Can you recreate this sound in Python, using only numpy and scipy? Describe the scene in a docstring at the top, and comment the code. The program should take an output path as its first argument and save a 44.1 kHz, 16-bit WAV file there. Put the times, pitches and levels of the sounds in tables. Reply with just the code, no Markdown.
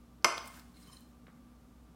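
"""Throughout, appliances hum (sine lines, partly wavering) and air rushes softly (coloured noise).
From 0.22 s a metal spoon ticks faintly (noise bursts), a lively room answering each contact (decaying noise).
At 0.245 s it knocks hard on a small tub of putty (ringing modes and a crack of noise).
From 0.3 s a treble rustle of fine grains runs among more ticks, with a softer knock at 0.38 s.
From 0.74 to 1.03 s it scrapes along the wall (slips exciting the modes); near 1.28 s, a last soft contact."""
import sys
import numpy as np
from scipy import signal
from scipy.fft import rfft, irfft, next_fast_len
from scipy.io import wavfile

SR = 44100
rng = np.random.default_rng(int(sys.argv[2]) if len(sys.argv) > 2 else 0)


def transcribe(u):
    """Save the signal u as a 16-bit wav file named by the first command-line argument.

    u: samples, shape (n,) or (channels, n), limited to [-1, 1]; the rate is SR.
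    q: integer samples, one column per channel.
    """
    v = np.clip(np.atleast_2d(u).T, -1, 1)
    q = np.round(v * 32767).astype(np.int16)
    wavfile.write(sys.argv[1], SR, q)


def ratio_of_db(decibels):
    """Turn decibels (scalar or array-like) into linear amplitude factors; 0 dB maps to 1."""
    return 10 ** (np.asarray(decibels, float) / 20)


N = 85995

# Air in the place, spectrum: [f/Hz, relative density/dB per Hz]
AIR_COLOUR = [(12, -63.5), (20, -28.5), (48, -8), (67, -6.5), (117, -11), (174, -4), (206, -9), (236, -6),
              (265, -12), (304, -6.5), (331, -16.5), (477, -17.5), (1080, -24), (1170, -21), (1740, -31),
              (15100, -40.5), (16400, -40.5)]
AIR_DB = -61.5
# Hum lines of the appliances: [f/Hz, steady level/dB, width of the wavering part/Hz]
HUM_LINES = [(60.1, -64.5, 3.5), (129.6, -73, 5.9), (174, -74, 20), (240.4, -64.5, 27), (300, -86, 11),
             (757, -83, 18), (1176, -79.5, 14)]
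HUM_WAVER = 0.5  # wavering share beside the steady line

# Dry ticks of spoon and sticky putty: [t/s, level/dB, centre f/Hz, width/octaves, t60/s]
TICKS = [(.224, -63, 5200, .2, 0.022), (0.2435, -52, 13000, .3, .006), (0.3782, -35, 4630, 0.28, 0.012),
         (0.3794, -50.5, 6400, 0.67, 0.036), (0.3797, -36.5, 3470, 0.14, 0.016),
         (.456, -53, 9774, 0.61, .03), (0.4747, -46, 8740, 0.14, 0.03), (.476, -43, 14500, 0.24, 0.012),
         (.543, -52, 4536, 0.5, 0.013), (.565, -54, 1550, .15, 0.11), (.567, -58, 11110, .5, 0.038),
         (.589, -63, 9300, .2, 0.009), (.5955, -45.5, 3260, 0.79, 0.01), (.596, -48.5, 13500, 0.26, 0.0082),
         (.812, -60, 11000, 0.57, 0.012), (.828, -60, 5150, 0.11, 0.04), (.898, -55, 1060, 0.15, 0.033),
         (.969, -49, 4060, 0.025, .035), (.996, -58, 12530, .3, .008), (1.006, -51, 12200, 0.82, .01),
         (1.2674, -50.5, 1600, 0.44, 0.025), (1.2694, -56, 3400, .3, .014), (1.28, -61.5, 1112, 0.77, .15)]

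# Decay of the room: [f/Hz, t60/s]
ROOM_DECAY = [(150, 0.083), (400, 0.53), (1000, 0.67), (2500, 0.56), (6000, 0.48), (10000, 0.39),
              (16000, 0.083)]
# Colour of the room's answer: [f/Hz, level/dB]
ROOM_COLOUR = [(100, -4), (300, 1), (1000, 0), (4000, -1.5), (9000, 0.5), (16000, 0.5)]
ROOM_DB, ROOM_DELAY_S, ROOM_RISE_S = -9, 0.0055, 0.0027

# Modes of the tub: [f/Hz, struck level/dB, t60/s, scraped level/dB at stroke start, scraped level/dB at its end]
TUB_MODES = [(340, -6, 0.016, -30, -25), (676, -11.5, 0.09, -26, -30.5), (897.2, -3, 0.034, -43, -43),
             (1077, -2, 0.07, -21, -3.5), (1158.4, -4, .04, -30, -14), (1325, 4, 0.023, -25.5, -25),
             (1455, -16.5, 0.035, -35, -7), (1800, -8, 0.021, -35, -8), (2120, -2, .05, -11, -34),
             (2500, -3, 0.011, -6, -40), (3097, -5.5, .035, -15, 0), (4102, -21, 0.013, 6, 0),
             (4500, 1, 0.0096, -14, -17), (5150, 5.5, 0.011, -5, -2), (5943, 4.5, 0.01, -24, -18),
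             (6170, -10.5, .03, -28, -5.5), (7150, -17, 0.049, -17.5, -8), (7900, -8, 0.005, -5, -11),
             (8870, -24, .015, -6.5, -4.5), (9850, -15, 0.032, -9, -1.5), (11345, -30, .012, -24, -12),
             (14100, -30.5, .03, -26, -18)]
TUB_LOW_HZ = 162  # the tub radiates weakly below this
CONTACT_S = 0.0005  # time constant of the onset of a contact
# Blows on the tub: [t/s, level/dB, tilt about 1 kHz/dB per octave]
BLOWS = [(0.24, -67, -9), (.2447, -17.5, 0), (.2474, -24.5, -0.5), (0.2545, -25.5, -2), (.263, -34.5, -8.5),
         (0.378, -39.5, -5), (1.281, -62, -7)]
# Colour of the crack in each blow: [f/Hz, relative level/dB]
CRACK_COLOUR = [(150, -49), (500, 6.5), (1300, -1.5), (2500, 0.5), (3700, -8), (5000, -10.5), (6800, -22.5),
                (7800, -9), (10000, -13.5), (12500, -20), (16000, -24)]
CRACK_DB, CRACK_T60_S, MODE_SCATTER_DB = 2.5, 0.02, 0.5

# Course of the treble rustle, before its overall gain: [t/s, level/dB]
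RUSTLE_COURSE = [(0.3, -66), (0.362, -84), (0.378, -56), (0.394, -74), (0.446, -67), (0.478, -59.5),
                 (0.494, -70), (0.538, -65), (0.57, -62), (0.586, -68), (0.594, -62), (0.622, -76),
                 (0.738, -80), (0.816, -72), (0.834, -73), (1.008, -73), (1.048, -82), (1.12, -79)]
# Colour of the rustle: [f/Hz, relative density/dB per Hz]
RUSTLE_COLOUR = [(1500, 15), (4000, 10), (8000, 11), (12000, 7.5), (15500, 10)]

# Pressure of the scraping stroke: [t/s, level/dB]
SCRAPE_PRESSURE = [(0.74, -69), (0.754, -71), (0.764, -64.5), (0.79, -68), (0.804, -62), (0.834, -64),
                   (0.846, -70.5), (0.882, -60), (0.904, -68), (0.932, -59.5), (0.954, -66), (0.974, -61),
                   (0.984, -93), (1.008, -91.5), (1.03, -75.5)]
# Travel of the contact along the wall: [start t/s, end t/s]
STROKE_S = (.8, .89)
GRAINS_PER_S, GRAIN_SPREAD_DB = 3600, 4
SCRAPE_DB, RASP_DB = -9, 0.5
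FLICKER_DB, FLICKERS_PER_S = 4.5, 70

MIC_TOP_HZ = 15850


def unit(x):
    """Scaled to rms 1."""
    return x / np.sqrt(np.mean(x ** 2) + 1e-20)


def along(points, hz):
    """Curve through (f/Hz, value) points on a log frequency axis."""
    f, value = np.transpose(points)
    return np.interp(np.log(hz + 1), np.log(f + 1), value)


def gain_curve(rows):
    """A (t/s, level/dB) curve as gain per sample, silent outside its rows."""
    s, db = np.transpose(rows)
    return ratio_of_db(np.interp(np.arange(N) / SR, s, db, left=-150, right=-150))


def filtered(x, response):
    """The sound x shaped by a response of frequency."""
    size = next_fast_len(len(x) + SR // 4)
    spectrum = rfft(x, size) * response(np.fft.rfftfreq(size, 1 / SR))
    return irfft(spectrum, size)[:len(x)]


def add(track, s, sound):
    """Mixes a sound into the track at s seconds."""
    part = track[round(s * SR):][:len(sound)]
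    part += sound[:len(part)]


def background():
    """Rushing air as coloured noise; hum as steady sines, each with narrow noise that makes it waver."""
    t = np.arange(N) / SR
    air = filtered(rng.standard_normal(N), lambda hz: ratio_of_db(along(AIR_COLOUR, hz)))
    out = ratio_of_db(AIR_DB) * unit(air)
    for line_hz, db, width_hz in HUM_LINES:
        noise = rng.standard_normal(N)
        waver = unit(filtered(noise, lambda hz: np.exp(-0.5 * ((hz - line_hz) / width_hz) ** 2)))
        steady = np.sqrt(2) * np.sin(2 * np.pi * (line_hz * t + rng.random()))
        out = out + ratio_of_db(db) * (steady + HUM_WAVER * waver)
    return out


def ticks():
    """Spoon and sticky putty tick dryly: short, decaying bursts of noise around one centre."""
    out, t = np.zeros(N), np.arange(SR // 8) / SR
    for s, db, centre_hz, octaves, t60 in TICKS:
        noise = rng.standard_normal(len(t))
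        band = filtered(noise, lambda hz: np.exp(-0.5 * (np.log2((hz + 1) / centre_hz) / octaves) ** 2))
        envelope = ratio_of_db(db - 60 * t / t60) * (1 - np.exp(-t / 0.00058))
        add(out, s, envelope * unit(band))
    return out


def room(x):
    """The room answers after a short delay with a tail of noise, each frequency dying at its own speed."""
    hz, t, z = signal.stft(rng.standard_normal(SR), SR, nperseg=256)
    decay = ratio_of_db(-60 * t / along(ROOM_DECAY, hz)[:, None])
    tail = signal.istft(z * decay, SR, nperseg=256)[1]
    tail = tail * (1 - np.exp(-np.arange(len(tail)) / SR / ROOM_RISE_S))
    tail = filtered(tail / np.linalg.norm(tail), lambda f: ratio_of_db(along(ROOM_COLOUR, f)))
    delayed = np.pad(x, (round(ROOM_DELAY_S * SR), 0))
    return signal.fftconvolve(delayed, tail)[:N]


def ring(levels_db):
    """The tub's modes, one per row, swelling at the contact and dying away exponentially."""
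    t = np.arange(SR // 4) / SR
    hz, _, t60 = np.transpose(TUB_MODES)[:3, :, None]
    phase = 2 * np.pi * rng.random(hz.shape)
    envelope = ratio_of_db(levels_db[:, None] - 60 * t / t60) * (1 - np.exp(-t / CONTACT_S))
    return envelope * np.sin(2 * np.pi * hz * t + phase)


def blows():
    """Each blow rings the tub and cracks briefly; softer contacts tilt to the bass."""
    out, t = np.zeros(N), np.arange(SR // 20) / SR
    hz, struck_db = np.transpose(TUB_MODES)[:2]
    for s, db, tilt_db in BLOWS:
        scatter_db = MODE_SCATTER_DB * rng.standard_normal(len(hz))
        modes = ring(db + struck_db + tilt_db * np.log2(hz / 1000) + scatter_db)
        add(out, s, modes.sum(0))

        def crack_response(f):
            return ratio_of_db(along(CRACK_COLOUR, f) + tilt_db * np.log2((f + 1) / 1000))

        crack = unit(filtered(rng.standard_normal(len(t)), crack_response))
        envelope = ratio_of_db(db + CRACK_DB - 60 * t / CRACK_T60_S) * (1 - np.exp(-t / CONTACT_S))
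        add(out, s, envelope * crack)
    return out


def grains(rate, spread_db):
    """Random slips, rate per second, of either sign and uneven but bounded size."""
    hit = rng.random(N) < rate / SR
    size_db = spread_db * np.minimum(rng.exponential(size=N), 2)
    return unit(hit * np.sign(rng.standard_normal(N)) * ratio_of_db(size_db))


def rustle():
    """A fine, dense crackle of treble grains while the spoon moves in the putty."""
    fine = filtered(grains(5000, 2.8), lambda hz: ratio_of_db(along(RUSTLE_COLOUR, hz)) * (hz > 800))
    return ratio_of_db(4.5) * unit(fine) * gain_curve(RUSTLE_COURSE)


def scrape():
    """Slips of the spoon's edge ring the tub, each mode flickering as the contact travels, plus a dry rasp."""
    t = np.arange(N) / SR
    slips = grains(GRAINS_PER_S, GRAIN_SPREAD_DB) * gain_curve(SCRAPE_PRESSURE)
    travel = np.interp(t, STROKE_S, (0, 1))
    modes, ringing = ring(np.zeros(len(TUB_MODES))), np.zeros(N)
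    for mode, (*_, start_db, end_db) in zip(modes, TUB_MODES):
        knots = rng.standard_normal(200)
        flicker = np.interp(t * FLICKERS_PER_S, np.arange(len(knots)), knots)
        drive = slips * ratio_of_db(start_db + (end_db - start_db) * travel + FLICKER_DB * flicker)
        answer = mode[:SR // 10] / np.linalg.norm(mode)
        ringing = ringing + signal.fftconvolve(drive, answer)[:N]

    def rasp_response(hz):
        low_cut = (hz / 1800) ** 2 / (1 + (hz / 1800) ** 2)
        return low_cut / (1 + (hz / 7000) ** 2)

    return ratio_of_db(SCRAPE_DB) * ringing + ratio_of_db(RASP_DB) * filtered(slips, rasp_response)


def scene():
    """Near sound of spoon and tub, too small to radiate deep bass, in the room, over the background."""
    near = blows() + ticks() + scrape() + rustle()
    near = filtered(near, lambda hz: 1j * hz / (TUB_LOW_HZ + 1j * hz))
    return (near + ratio_of_db(ROOM_DB) * room(near) + background())[None]


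def top_cut(x):
    """Nothing passes above the cut-off."""
    return signal.sosfilt(signal.butter(12, 16540, fs=SR, output="sos"), x)


def record(dry):
    """The microphone chain rolls off steeply at the very top."""
    mix = filtered(dry[0], lambda hz: 1 / np.sqrt(1 + (hz / MIC_TOP_HZ) ** 80))
    return top_cut(mix[None])


dry = scene()
out = record(dry)
transcribe(out)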